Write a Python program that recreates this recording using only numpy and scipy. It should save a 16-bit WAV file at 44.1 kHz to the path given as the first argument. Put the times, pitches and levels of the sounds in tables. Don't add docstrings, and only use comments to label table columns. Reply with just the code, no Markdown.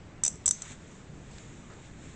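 import sys
import numpy as np
from scipy import signal
from scipy.fft import rfft, irfft, next_fast_len
from scipy.io import wavfile
from scipy.ndimage import uniform_filter1d

SR = 44100
rng = np.random.default_rng(int(sys.argv[2]) if len(sys.argv) > 2 else 0)


def inscribe(sig):
    pcm = np.round(np.clip(np.atleast_2d(sig).T, -1, 1) * 32767)
    wavfile.write(sys.argv[1], SR, pcm.astype(np.int16))


def invert_db(x):
    u = np.asarray(x, float) / 20
    return 10 ** u


N = 94815


def ratchet():
    # start_s, snap_db, snap_pitch_hz, head_over_snap_db, knock_over_snap_db
    contacts = [(0.2361, -10, 7750, -6.5, 3.5), (0.2382, -22.5, 7800, 11.5, -1),
                (.2495, -13.5, 7850, -5, 8), (0.2514, -18, 7700, 6, -19), (0.254, -20.5, 7900, -14.5, 7.5),
                (0.263, -12.5, 7600, 0, 4.5), (0.2628, -15, 7600, -7, -7), (0.2653, -22, 7500, -9, 1),
                (.2777, -15, 7600, 0, 4), (0.2795, -12, 7550, -8, -2), (0.3562, -41, 7500, -7, -5),
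                (0.4583, -11.5, 7800, -9, 1), (.4600, -9.5, 7800, -11, -4), (.4613, -12, 7800, -18, -4),
                (.4637, -13.5, 7750, -0.5, 3), (0.467, -28, 7300, -3, -7), (0.478, -10, 7900, -7, 6.5),
                (.4798, -9.5, 7800, -4, -27), (.4884, -12, 7900, 0, 1), (.4907, -22.5, 7900, -16, 8),
                (0.5093, -6.5, 7800, -5.5, 3.5), (.5120, -18, 7900, 3, 0.5), (0.6197, -26.5, 7300, 2, 14.5),
                (0.622, -28, 7500, -7, 2)]
    # ratio_to_snap_pitch, level_db, t60_s
    pawl_modes = [(.905, -24.5, .013), (.955, -13, 0.015), (1, 0, 0.0074), (1.035, -13, 0.0086),
                  (1.07, -9, 0.0056)]
    # pitch_hz, level_db, t60_s
    head_modes = [(3695, -29, 0.027), (4370, -26.5, 0.014), (5370, -18.5, 0.023), (5890, -27, 0.023),
                  (6033, -10.5, .036), (6450, -33, .022), (6950, -18.5, 0.024)]
    # freq_hz, density_db
    knock_colour = [(120, -26.5), (400, 0.5), (1100, -1), (2000, -4), (3500, -0.5), (5000, -3.5),
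                    (6500, -11), (9000, -9.5)]
    # freq_hz, density_db
    wall_colour = [(600, -35), (4800, -28.5), (5500, -20.5), (6100, -0.5), (6600, -14), (7600, -2.5),
                   (8300, -12), (9000, -15.5)]
    knock_base_db, knock_t60_s = -22, 0.0078
    pawl_attack_s, head_attack_s = 0.00036, 0.00054

    rows = np.zeros((3, N + SR))
    t = np.arange(SR // 8) / SR
    attack_s = np.array([[pawl_attack_s], [head_attack_s], [pawl_attack_s]])
    rise = 1 - np.exp(-(t / attack_s) ** 2)
    for start_s, snap_db, pitch_hz, head_db, knock_db in contacts:
        snap = 1.34 * ring(pawl_modes, t, detune=0.0073, pitch=pitch_hz)
        snap = snap + invert_db(knock_base_db + knock_db) * puff(knock_colour, knock_t60_s, t)
        head = invert_db(head_db) * ring(head_modes, t, detune=0.0015)
        blow = puff(wall_colour, knock_t60_s, t)
        first = round(start_s * SR)
        rows[:, first:first + len(t)] += invert_db(snap_db) * rise * [snap, head, blow]
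    return rows[:, :N]


def ring(modes, t, detune, pitch=1):
    scatter_db = 1.5
    hz, db, t60 = np.transpose(modes)[:, :, None]
    size, tune = rng.standard_normal((2, len(modes), 1))
    decay = invert_db(db + scatter_db * size - 60 * t / t60)
    tone = np.sin(2 * np.pi * pitch * hz * (1 + detune * tune) * t)
    return np.sum(decay * tone, axis=0)


def puff(spectrum, t60, t):
    return unit(coloured(rng.standard_normal(len(t)), spectrum)) * invert_db(-60 * t / t60)


def room(x):
    # freq_hz, t60_s
    decay_times = [(500, .2), (4000, 0.6), (6000, 0.31), (8000, 0.27)]
    hz, t, z = signal.stft(rng.standard_normal(SR // 2), SR, nperseg=256)
    fade = invert_db(-60 * t / along(decay_times, hz)[:, None])
    tail = signal.istft(z * fade, SR, nperseg=256)[1]
    late = np.pad(x, (150, 0))
    return signal.fftconvolve(late, tail / np.linalg.norm(tail))[:N]


def hands():
    # start_s, dull_db, bright_db, rise_s, t60_s
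    taps = [
        (1.289, -70, -52, 0.042, 0.4),
        (1.3827, -47.5, -40.5, .0003, 0.014),
        (1.696, -54, -65, .004, 0.41),
        (1.735, -58, -48.5, .0004, .015),
        (1.82, -77, -58, .025, 0.14),
    ]
    # freq_hz, density_db
    dull_colour = [(300, -27), (800, -6), (1300, -2), (2000, -3), (3000, -23)]
    # freq_hz, density_db
    bright_colour = [(1500, -20), (3000, 0), (4500, 3), (6000, -4), (7500, 3), (9000, -8)]
    # time_s, level_db
    rub_levels = [(0, -93), (0.449, -64), (.56, -59), (.64, -50), (0.722, -46.5), (.77, -63), (.93, -58),
                  (1.1, -67), (1.25, -63), (1.38, -56), (1.55, -59), (1.7, -62.5), (1.8, -61.5),
                  (1.85, -57.5), (1.92, -63.5), (2.0, -60.5), (2.05, -55.5), (2.15, -58.5)]
    # freq_hz, density_db
    skin_colour = [(400, -32), (800, -8.5), (2200, -1), (3000, -6.5), (3700, -3), (4700, -15.5),
                   (7200, 1.5), (9000, -10.5)]

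    out = np.zeros(N + SR)
    t = np.arange(SR // 4) / SR
    for start_s, dull_db, bright_db, rise_s, t60_s in taps:
        dull = invert_db(dull_db) * puff(dull_colour, t60_s, t)
        bright = invert_db(bright_db) * puff(bright_colour, t60_s, t)
        first = round(start_s * SR)
        out[first:first + len(t)] += (dull + bright) * (1 - np.exp(-(t / rise_s) ** 2))
    time_s, level_db = np.transpose(rub_levels)
    rub_gain = invert_db(np.interp(np.arange(N) / SR, time_s, level_db))
    return out[:N] + rub_gain * rush(skin_colour, patchy_db=1.0)


def air():
    # freq_hz, density_db
    air_colour = [(18, -9), (60, -5.5), (160, -5.5), (700, -23), (2100, -29), (5100, -40.5), (7600, -37.5),
                  (9000, -49.5)]
    return invert_db(-49) * rush(air_colour, patchy_db=1.1)


def rush(spectrum, patchy_db):
    z = signal.stft(rng.standard_normal(N), nperseg=512)[2]
    field = uniform_filter1d(rng.standard_normal(z.shape), size=6, axis=0)
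    field = uniform_filter1d(field, size=8, axis=1)
    noise = signal.istft(z * invert_db(patchy_db * unit(field)), nperseg=512)[1][:N]
    return unit(coloured(noise, spectrum))


def unit(x):
    return x / np.sqrt(np.mean(x ** 2) + 1e-20)


def along(points, hz):
    f, v = np.transpose(points)
    return np.interp(np.log(hz + 1), np.log(f + 1), v)


def coloured(x, spectrum):
    m = next_fast_len(x.shape[-1] + 8192)
    gain = invert_db(along(spectrum, np.fft.rfftfreq(m, 1 / SR)))
    return irfft(rfft(x, m) * gain, m)[..., :x.shape[-1]]


def causal(x, spectrum):
    m = 2 * next_fast_len(N)
    log_gain = np.log(invert_db(along(spectrum, np.fft.rfftfreq(m, 1 / SR))))
    cepstrum = irfft(log_gain, m)
    cepstrum[1:m // 2] *= 2
    cepstrum[m // 2 + 1:] = 0
    return irfft(rfft(x, m) * np.exp(rfft(cepstrum)), m)[..., :N]


def scene():
    room_db, head_to_walls_db = -12.5, -12
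    snap, head, blow = ratchet()
    echo = invert_db(room_db) * room(blow + invert_db(head_to_walls_db) * head)
    return (snap + head + echo + hands() + air())[None]


def top_cut(x):
    return signal.sosfilt(signal.butter(12, 9530, fs=SR, output="sos"), x)


def record(dry):
    # freq_hz, gain_db
    band_edge = [(8300, 1), (8700, -17), (9100, -28.5), (9600, -49), (16000, -83)]
    mix = causal(dry, band_edge)
    return top_cut(mix)


dry = scene()
out = record(dry)
inscribe(out)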